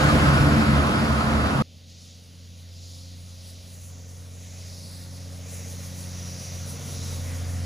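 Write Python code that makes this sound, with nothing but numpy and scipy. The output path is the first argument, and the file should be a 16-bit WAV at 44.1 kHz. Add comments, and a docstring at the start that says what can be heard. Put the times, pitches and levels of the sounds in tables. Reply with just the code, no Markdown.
"""A highway verge, on a two-port stereo microphone: two diesel tipper trucks with trailers.
The first pulls away from about 5 m off, its exhaust throbbing, tyres roaring and steel bins rattling.
After a hard cut the second drones closer from some 60 m up the road to 18 m. Its cylinders fire in a
boom and a bark, block and tyres grow louder, and turbo and rushing air lay a wavering hiss on top.
Distant traffic rumbles underneath it."""
import sys
import numpy as np
from scipy import signal
from scipy.fft import rfft, irfft, next_fast_len
from scipy.io import wavfile
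from scipy.ndimage import uniform_filter1d, map_coordinates

SR = 44100
rng = np.random.default_rng(int(sys.argv[2]) if len(sys.argv) > 2 else 0)


def to_wav(sig):
    """Store sig (one row per channel, or 1-D mono) as 16-bit WAV at the path in sys.argv[1].

    Samples outside -1..1 are clipped; the rate is SR.
    """
    pcm = np.clip(np.atleast_2d(sig), -1, 1) * 32767
    pcm = np.round(pcm).astype(np.int16)
    wavfile.write(sys.argv[1], SR, pcm.T)  # frames by channels


N = 337365
TIME_S = np.arange(N) / SR
HALF_EACH_WAY = np.array([[.5], [-.5]])  # splits a difference between left and right

# How alike left and right sound, near and far: frequency_hz, correlation
NEAR_LIKENESS = [(130, .98), (300, .97), (600, .4), (1200, .7), (2000, .25), (3000, .55), (5600, .35),
                 (6500, .75), (8300, .9), (15000, .85)]
FAR_LIKENESS = [(130, .99), (350, .98), (600, .82), (1300, .6), (2200, .97), (3000, .999), (7300, .999),
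                (8500, .9), (15000, .87)]  # the far hiss is almost mono from 2 to 7 kHz
# Spectrum of gas leaving an exhaust pipe: frequency_hz, relative_db
PIPE_SPECTRUM = [(20, -51), (32, -39), (45, -29), (70, -22), (140, 2), (240, 1.5), (310, -8), (355, -16.5),
                 (700, -43), (2000, -77)]


def amp(db):
    """Decibels to gain."""
    return 10 ** (np.asarray(db) / 20)


def unit(x):
    """Scaled to rms 1."""
    return x / np.sqrt(np.mean(x ** 2) + 1e-20)


def along(points, hz):
    """Values between frequency points, on a log axis."""
    f, v = np.transpose(points)
    return np.interp(np.log(hz + 1), np.log(f + 1), v)


def curves(rows):
    """One value per sample for each column after the time."""
    times, *columns = np.transpose(rows)
    return [np.interp(TIME_S, times, column) for column in columns]


def swelling(rows, smooth_s=.06):
    """A smoothly changing gain from rows of time_s, level_db."""
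    return uniform_filter1d(amp(curves(rows)[0]), size=int(smooth_s * SR))


def wobble(rate):
    """A smooth random curve, rate knots a second."""
    knots = rng.standard_normal(2048)
    coarse = np.arange(0, N + 64, 64)
    return np.interp(np.arange(N), coarse, map_coordinates(knots, [coarse * rate / SR], mode="wrap"))


def filtered(x, response):
    """x shaped by a frequency response."""
    size = next_fast_len(N + SR // 4)
    return irfft(rfft(x, size) * response(np.fft.rfftfreq(size, 1 / SR)), size)[..., :N]


def spread(pair, spectrum, likeness):
    """Two unrelated signals, as mid and side, become a coloured stereo sound of rms 1."""
    def response(hz):
        angle = np.arccos(np.clip(along(likeness, hz), -1, 1)) / 2
        return amp(along(spectrum, hz)) * [np.cos(angle), np.sin(angle)]
    mid, side = filtered(pair, response)
    return unit(np.array([mid + side, mid - side]))


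def turbulence(patchy_db, colour_db=lambda hz, s: 0):
    """Two noises with drifting patches of gain and, if given, a moving colour."""
    hz, s, bins = signal.stft(rng.standard_normal((2, N)), SR, nperseg=512)
    patches = uniform_filter1d(rng.standard_normal(bins.shape[1:]), size=8, axis=0)
    patches = unit(uniform_filter1d(patches, size=16, axis=1))
    gain = amp(patchy_db * patches + colour_db(hz[:, None], s))
    return unit(signal.istft(bins * gain, nperseg=512)[1][:, :N])


def engine_tones(firings, orders, waver_db, drift_rad, locked=False):
    """Harmonics of a six-firing cycle, wavering with road reflections; locked ones start in phase."""
    tones = 0
    for multiple, db in orders:
        gain = amp(db + waver_db * wobble(6))
        turns = np.round(multiple * 6) / 6 * firings + (0 if locked else rng.random())
        tones -= gain * np.cos(2 * np.pi * turns + drift_rad * wobble(5.9))
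    return unit(tones)


def doublings(speed_m_per_s, lane_m, abreast_s):
    """A truck's distance from the microphone, in doublings of its closest distance."""
    return np.log2(np.hypot(lane_m, speed_m_per_s * (TIME_S - abreast_s)) / lane_m)


def heard(away, closest_db, fall_db):
    """Gain of a part of a truck that loses fall_db with each doubling of distance."""
    return amp(closest_db - fall_db * away)


def near_exhaust(firings, away):
    """Firing pulses leave the pipe as a throbbing boom with a bark above it."""
    # Throb of the boom: time_s, relative_db
    throb = [(0.0, -27), (0.254, -22.5), (0.4, -32), (0.422, -24), (0.538, -24), (0.578, -33),
             (0.802, -17.5), (0.93, -38), (1.154, -24), (1.252, -35), (1.292, -25.5), (1.444, -23.5),
             (1.518, -34), (1.6, -33)]
    # Tones of the bark: firing_multiple, relative_db
    orders = [(7 / 6, -4.5), (11 / 6, -2.4), (3, -6.5), (19 / 6, -13.5), (23 / 6, -9.5), (4, 0)]
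    boom = swelling(throb) * amp(-1.5) * unit(np.sin(2 * np.pi * firings + 0.22 * wobble(7.8)))
    bark = engine_tones(firings, orders, waver_db=4.5, drift_rad=0.12)
    return boom + heard(away, closest_db=-25, fall_db=4.5) * bark


def roadside_echo(firings, away):
    """The roadside throws the exhaust back with another Doppler shift, beating with the direct sound."""
    # Reflected tones: firing_multiple, relative_db
    orders = [(3, -0.075), (19 / 6, 0.89)]
    # Swells of the second harmonic: time_s, relative_db
    hum_levels = [(0.0, -29), (0.15, -25), (0.22, -18), (0.36, -29.5), (0.45, -24), (0.505, -16.5),
                  (0.64, -30), (0.70, -23), (0.78, -20), (0.84, -29), (1.43, -35), (1.6, -23.5)]
    shifted = .965 * firings
    echo = engine_tones(shifted, orders, waver_db=-2.4, drift_rad=0.32)
    hum = swelling(hum_levels) * amp(-1.5) * unit(np.sin(4 * np.pi * shifted + 0.22 * wobble(7.7)))
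    return heard(away, closest_db=-28, fall_db=0.5) * echo + hum


def gear_whine(firings, away):
    """The driveline whines on high multiples of the firing rate, swelling and fading."""
    # Gear tones: firing_multiple, relative_db
    orders = [(8, -1), (14, 16), (16, -11), (18, 11), (19, 18)]
    whine = engine_tones(firings, orders, waver_db=5, drift_rad=1.5)
    return heard(away, closest_db=-35, fall_db=9.5) * whine


def bin_rumble(away):
    """The tipper bins rumble along the road."""
    # Rumble of the bins: frequency_hz, relative_db
    spectrum = [(20, -34), (32, -17), (45, -1.5), (85, -3.5), (110, 0.5), (180, -0.5), (270, -4), (345, -7),
                (400, -18), (800, -67), (2000, -81)]
    rumble = spread(turbulence(patchy_db=1.5), spectrum, NEAR_LIKENESS)
    return heard(away, closest_db=-22.5, fall_db=3) * rumble


def rattle(knocks_per_s, decay_s, scatter_db):
    """Random small knocks of loose steel, each a short burst of noise."""
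    strikes = rng.random(N) < knocks_per_s / SR
    strength = amp(scatter_db * np.minimum(rng.standard_normal(N), 2))
    envelope = signal.lfilter([1], [1, -np.exp(-1 / (decay_s * SR))], strikes * strength)
    return unit(envelope * rng.standard_normal((2, N)))


def tread_colour(hz, s, ring_db=4, ring_hz=1460, fall_hz_per_s=110, width_hz=170, bright_db=2.5):
    """The near tyres ring on a slowly falling pitch and are brightest while abreast, in dB."""
    ring = ring_db * np.exp(-((hz - ring_hz + fall_hz_per_s * s) / width_hz) ** 2)
    treble = hz ** 4 / (hz ** 4 + 1400 ** 4)
    return ring + bright_db * np.exp(-(s / 0.43) ** 2) * treble


def reflections(x, echo_db, latest_s, count=8):
    """Weak early copies off steel panels and the guard rail ripple the spectrum."""
    response = np.zeros(SR // 20)
    signs = rng.choice([-1, 1], count)
    delays_s = latest_s * rng.uniform(.1, 1, count)
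    response[(delays_s * SR).astype(int)] = amp(echo_db) * signs
    response[0] = 1
    return unit(signal.oaconvolve(x, response[None], axes=1)[:, :N])


def near_tyres(away):
    """Tyres roar close by, with loose steel rattling among them."""
    # Roar of tread on road: frequency_hz, relative_db
    spectrum = [(150, -24), (400, -2), (470, -1), (600, 1), (900, -4.5), (1050, -1), (1400, -2.5),
                (1850, -7), (2900, -12.5), (3600, -16), (4700, -17), (6500, -25.5), (10000, -26),
                (15000, -38.5)]
    knocks = amp(-12) * rattle(knocks_per_s=200, decay_s=0.0038, scatter_db=5.5)
    grit = turbulence(patchy_db=1, colour_db=tread_colour) + knocks
    roar = spread(reflections(grit, echo_db=-20, latest_s=.015), spectrum, NEAR_LIKENESS)
    return heard(away, closest_db=-22.5, fall_db=2.5) * roar


def brief_rings(half_width_hz=41):
    """Fuzzy tones rise and fade for an instant in the roar."""
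    # Rings: middle_s, half_length_s, pitch_hz, level_db
    rings = [(0.094, 0.022, 1200, -24), (0.797, 0.015, 1244, -25.5)]
    sound = 0
    for middle_s, half_length_s, pitch_hz, db in rings:
        resonance = lambda hz: 1 / (1 + ((hz - pitch_hz) / half_width_hz) ** 2)
        band = unit(filtered(rng.standard_normal(N), resonance))
        sound += amp(db) * np.exp(-((TIME_S - middle_s) / half_length_s) ** 2) * band
    return sound


def lean_left(hz, lead_s=.00019):
    """Sound from the left reaches that port first, by one cycle at most, and brighter."""
    # Balance between the ports: frequency_hz, left_minus_right_db
    balance = [(1400, -0.5), (2400, 2), (5000, 1.7), (8000, 0)]
    lead_rad = 2 * np.pi * np.minimum(hz * lead_s, 1)
    return amp(HALF_EACH_WAY * along(balance, hz)) * np.exp(1j * HALF_EACH_WAY * lead_rad)


def near_truck(firing_hz=75.5, sag_hz_per_s=2.2):
    """A truck leaves on the left, its firing rate falling as it moves away."""
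    firings = np.cumsum(firing_hz - sag_hz_per_s * TIME_S) / SR
    away = doublings(speed_m_per_s=10.3, lane_m=5.44, abreast_s=0.033)
    exhaust = near_exhaust(firings, away) + roadside_echo(firings, away)
    gears = gear_whine(firings, away)
    bins = bin_rumble(away)
    return exhaust + bins + filtered(gears + near_tyres(away) + brief_rings(), lean_left)


def far_firings(speed_m_per_s, lane_m, abreast_s, firing_hz=88, rise_hz_per_s=.75, steady_from_s=5.1):
    """Running count of firings: the engine gains speed, then holds it; Doppler shift raises the rate."""
    ahead_m = speed_m_per_s * (abreast_s - TIME_S)
    doppler = 1 + speed_m_per_s / 343 * ahead_m / np.hypot(lane_m, ahead_m)
    rate_hz = firing_hz - rise_hz_per_s * np.maximum(steady_from_s - TIME_S, 0)
    return np.cumsum(rate_hz * doppler * (1 + 0.00148 * wobble(6))) / SR


def far_exhaust(firings, away):
    """An even boom, the bark of uneven cylinders, and gas that leaves in one puff per firing."""
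    # Swells of the boom: time_s, relative_db
    boom_levels = [(1.66, -52), (1.89, -49), (2.3, -52), (2.42, -48), (3.15, -44.5), (4.57, -43),
                   (6.31, -39), (6.42, -42), (6.54, -37), (6.79, -42.5), (7.0, -35), (7.6, -33)]
    # Tones of the boom and of the bark: firing_multiple (sounded at the nearest sixth), relative_db
    boom_orders = [(1 / 2, -23.5), (0.97, 0)]
    bark_orders = [(7 / 6, -9), (4 / 3, -5.5), (3 / 2, 0), (5 / 3, -3), (7 / 3, -17), (5 / 2, -12),
                   (8 / 3, -15)]
    boom = engine_tones(firings, boom_orders, waver_db=1, drift_rad=0.019, locked=True)
    bark = engine_tones(firings, bark_orders, waver_db=1.5, drift_rad=.12)
    puffs = 1 + 0.8 * np.cos(2 * np.pi * firings)
    gas = spread(puffs * turbulence(patchy_db=1.5), PIPE_SPECTRUM, FAR_LIKENESS)
    return (amp(curves(boom_levels)[0] + 2.5) * boom
            + heard(away, closest_db=-41.5, fall_db=11.5) * bark
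            + heard(away, closest_db=-45.5, fall_db=28) * gas)


def clatter(firings, drift_per_s, count=3):
    """Pistons and valves repeat a dense pattern every six firings, and it slowly changes."""
    patterns = rng.standard_normal((count, 2048))
    place = firings / 6 % 1 * 2047
    weights = np.array([wobble(drift_per_s) for _ in patterns])
    mixed = sum(w * np.interp(place, np.arange(len(p)), p) for w, p in zip(weights, patterns))
    return unit(mixed / np.sqrt(np.sum(weights ** 2, axis=0) + .5))


def engine_block(firings, away):
    """The clatter sets the block growling; it also sings on a few high orders."""
    # Growl of the block: frequency_hz, relative_db
    spectrum = [(150, -5), (350, -5.5), (450, -0.5), (550, 1.5), (700, -4), (900, -14), (1600, -38),
                (4000, -65)]
    # Its tones: firing_multiple, relative_db
    orders = [(5, -8), (31 / 6, -2), (6, 0), (19 / 3, -7), (49 / 6, -8)]
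    centred = clatter(firings, drift_per_s=2.5) * np.array([[1], [0]])  # mid only
    growl = spread(turbulence(patchy_db=1) + centred, spectrum, FAR_LIKENESS)
    whine = engine_tones(firings, orders, waver_db=2, drift_rad=.35)
    return (heard(away, closest_db=-47.5, fall_db=10.5) * growl
            + heard(away, closest_db=-54, fall_db=9.5) * whine)


def hollow(hz, s, depth_db=6, middle_s=5, length_s=0.28, centre_hz=3000, fall_hz_per_s=500, width_hz=520):
    """A hollow in the hiss slides down for a moment, in dB."""
    offset_hz = hz - centre_hz + fall_hz_per_s * (s - middle_s)
    return -depth_db * np.exp(-(offset_hz / width_hz) ** 2 - ((s - middle_s) / length_s) ** 2)


def far_tyres(away, drop_s=6.7, drop_over_s=0.061, drop_db=0.5):
    """Tyres hiss and wheels thrum on the road; late on, the hiss steps down slightly."""
    # Hiss of the tyres and thrum of the wheels: frequency_hz, relative_db
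    hiss_spectrum = [(300, -38), (900, 1.5), (1400, 1.5), (1700, -0.5), (1900, 3), (2400, 1), (3200, -2),
                     (6000, 2.5), (15000, -28)]
    thrum_spectrum = [(25, -46), (36, -32), (52, -12), (78, -2), (100, -20), (200, -30), (600, -83)]
    before_drop = .5 - .5 * np.tanh((TIME_S - drop_s) / drop_over_s)
    hiss = spread(turbulence(patchy_db=1.5, colour_db=hollow), hiss_spectrum, FAR_LIKENESS)
    thrum = spread(turbulence(patchy_db=-4), thrum_spectrum, FAR_LIKENESS)
    return (heard(away, closest_db=-45.5, fall_db=12) * amp(drop_db * before_drop) * hiss
            + heard(away, closest_db=-52, fall_db=10) * thrum)


def exhaust_overtones(firings):
    """The clean second and third harmonics of the far exhaust swell separately."""
    # Swells of the harmonics: time_s, second_relative_db, third_relative_db
    levels = [(1.7, -64, -74), (2.4, -57, -66), (2.8, -62.5, -67), (3.05, -55, -58.5), (3.4, -57, -63),
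              (4.3, -55.5, -61.5), (5.3, -49.5, -55), (6.25, -44.5, -57), (6.8, -48.5, -57),
              (7.3, -50.5, -48.5), (7.6, -46.5, -49.5)]
    second_db, third_db = curves(levels)
    tone = lambda k: engine_tones(firings, [(k, 0)], waver_db=0.25, drift_rad=0.1, locked=True)
    return amp(second_db - 0.5) * tone(2) + amp(third_db - 0.7) * tone(3)


def far_truck():
    """A six-cylinder drone that gains bark, engine noise and tyre noise as it nears."""
    path = dict(speed_m_per_s=9.8, lane_m=18.36, abreast_s=7.55)
    away, firings = doublings(**path), far_firings(**path)
    engine = far_exhaust(firings, away) + engine_block(firings, away)
    return engine + far_tyres(away) + exhaust_overtones(firings)


def traffic():
    """A steady rumble of distant exhausts along the highway."""
    return amp(-58) * spread(turbulence(patchy_db=0.5), PIPE_SPECTRUM, FAR_LIKENESS)


def rushing_air(patchy_db=1.1):
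    """Air and turbo of the far truck: sliding swishes over two bands of hiss and a fizz."""
    # Lower hiss, upper hiss and the fizz on top: frequency_hz, relative_db
    low_spectrum = [(1200, -42), (1650, -24), (1950, -14), (2800, -4.5), (3300, -3), (3750, -1),
                    (4900, -1.5), (5400, -8), (6200, -15), (9000, -53)]
    high_spectrum = [(3800, -37), (4900, -7), (5600, 1.5), (6800, 1.5), (7800, -16), (10000, -11.5)]
    fizz_spectrum = [(5000, -40), (7500, -4), (8400, 0.5), (9200, 0.5), (11000, -3.5), (12500, -7.5),
                     (13500, -8), (15500, -14)]
    # Swells of those three bands: time_s, relative_db
    low_levels = [(1.66, -58), (2.4, -57.5), (3.6, -56), (4.15, -62.5), (4.6, -55.5), (5.4, -57.5),
                  (6.5, -51.5), (7.62, -62)]
    high_levels = [(1.66, -63), (2.5, -59), (3.6, -56.5), (4.3, -59), (5.3, -56), (5.85, -47.5), (6.5, -48),
                   (7.3, -47), (7.62, -54)]
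    fizz_levels = [(1.66, -71), (1.94, -68), (2.04, -57), (2.14, -71), (2.19, -61.5), (2.51, -67),
                   (2.6, -59), (2.77, -62.5), (3.0, -53.5), (3.07, -60), (3.4, -60), (3.49, -53),
                   (3.58, -60.5), (3.83, -53), (3.97, -59.5), (4.9, -52), (5.44, -55.5), (5.51, -43.5),
                   (5.61, -49), (6.62, -51), (6.69, -41), (6.77, -50), (6.99, -44.5), (7.62, -50.5)]
    # Swishes of air, most sliding down: start_s, length_s, pitch_hz, slide_hz_per_s, width_hz, relative_db
    swishes = [(1.859, .37, 5120, 1500, 1700, -54), (2.671, 0.58, 4910, -800, 950, -53.5),
               (2.719, 0.48, 6780, -500, 800, -58.5), (3.239, .53, 5310, -1900, 1310, -56),
               (3.69, .59, 6740, -900, 800, -56), (4.299, 0.61, 6700, -1300, 950, -53),
               (4.331, 0.45, 2510, -1000, 605, -63.5), (4.562, 0.56, 5110, -1000, 750, -51.5),
               (5.051, 0.33, 5850, -3500, 1210, -54.5), (5.41, 0.4, 6500, -800, 850, -49),
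               (5.401, 0.38, 2305, -200, 570, -57.5), (6.847, 0.38, 5930, -200, 1050, -46),
               (6.879, 0.44, 3940, -400, 450, -52.5)]
    flutter_db = .4 * wobble(20)  # moving air on the long path shakes the highest band most
    low = swelling(low_levels) * spread(turbulence(patchy_db, hollow), low_spectrum, FAR_LIKENESS)
    high = swelling(high_levels) * spread(turbulence(patchy_db), high_spectrum, FAR_LIKENESS)
    fizz = swelling(fizz_levels) * spread(turbulence(patchy_db), fizz_spectrum, FAR_LIKENESS)
    sliding = turbo() + sum(swish(*row) for row in swishes)
    return amp(flutter_db) * (low + high + amp(1.46) * sliding) + amp(1 + 5 * flutter_db) * fizz


def swish(start_s, length_s, pitch_hz, slide_hz_per_s, width_hz, relative_db):
    """A band of hiss that rises quickly, slides in pitch and fades."""
    t = np.arange(SR) / SR
    bins = rng.standard_normal(SR) + 1j * rng.standard_normal(SR)
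    band = np.fft.ifft(bins * np.exp(-.5 * (np.fft.fftfreq(SR, 1 / SR) / width_hz) ** 2))
    sliding = unit(np.real(band * np.exp(2j * np.pi * (pitch_hz + .5 * slide_hz_per_s * t) * t)))
    progress = np.clip(t / length_s, 0, 1) ** .78  # skewed to peak before the middle
    envelope = np.abs(np.sin(np.pi * progress)) ** 0.63
    return np.pad(amp(relative_db) * envelope * sliding, (int(start_s * SR), N))[:N]


def turbo():
    """The turbo whistles inside a wider rush as its intake turns to the verge."""
    whistle = swish(6.04, 0.96, pitch_hz=5820, slide_hz_per_s=170, width_hz=210, relative_db=-49.5)
    rush = swish(6.03, 0.76, pitch_hz=5470, slide_hz_per_s=100, width_hz=700, relative_db=-50.5)
    return whistle + rush


def scene(cut_s=1.623):
    """The near truck, then abruptly the far one."""
    return np.where(TIME_S < cut_s, near_truck(), far_truck() + rushing_air() + traffic())


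def record(dry, treble_hz=6860, treble_lag_s=.00029, top_hz=15500):
    """Each microphone port has its own colour and phase; left treble comes late; all ends at top_hz."""
    # Colour of the ports: frequency_hz, left_minus_right_db
    balance = [(85, -.6), (150, .6), (260, 1.6), (400, 0), (650, -4.3), (1250, -2.6), (2200, .6), (4000, 0)]
    # Phase between them: frequency_hz, left_lead_rad
    lead = [(60, -.28), (150, -.38), (500, -.35), (1200, .3), (2400, 0)]

    def ports(hz):
        phase = along(lead, hz) - 2 * np.pi * treble_lag_s * np.maximum(hz - treble_hz, 0)
        return amp(HALF_EACH_WAY * along(balance, hz)) * np.exp(1j * HALF_EACH_WAY * phase) * (hz < top_hz)
    return filtered(dry, ports)


dry = scene()
out = record(dry)
to_wav(out)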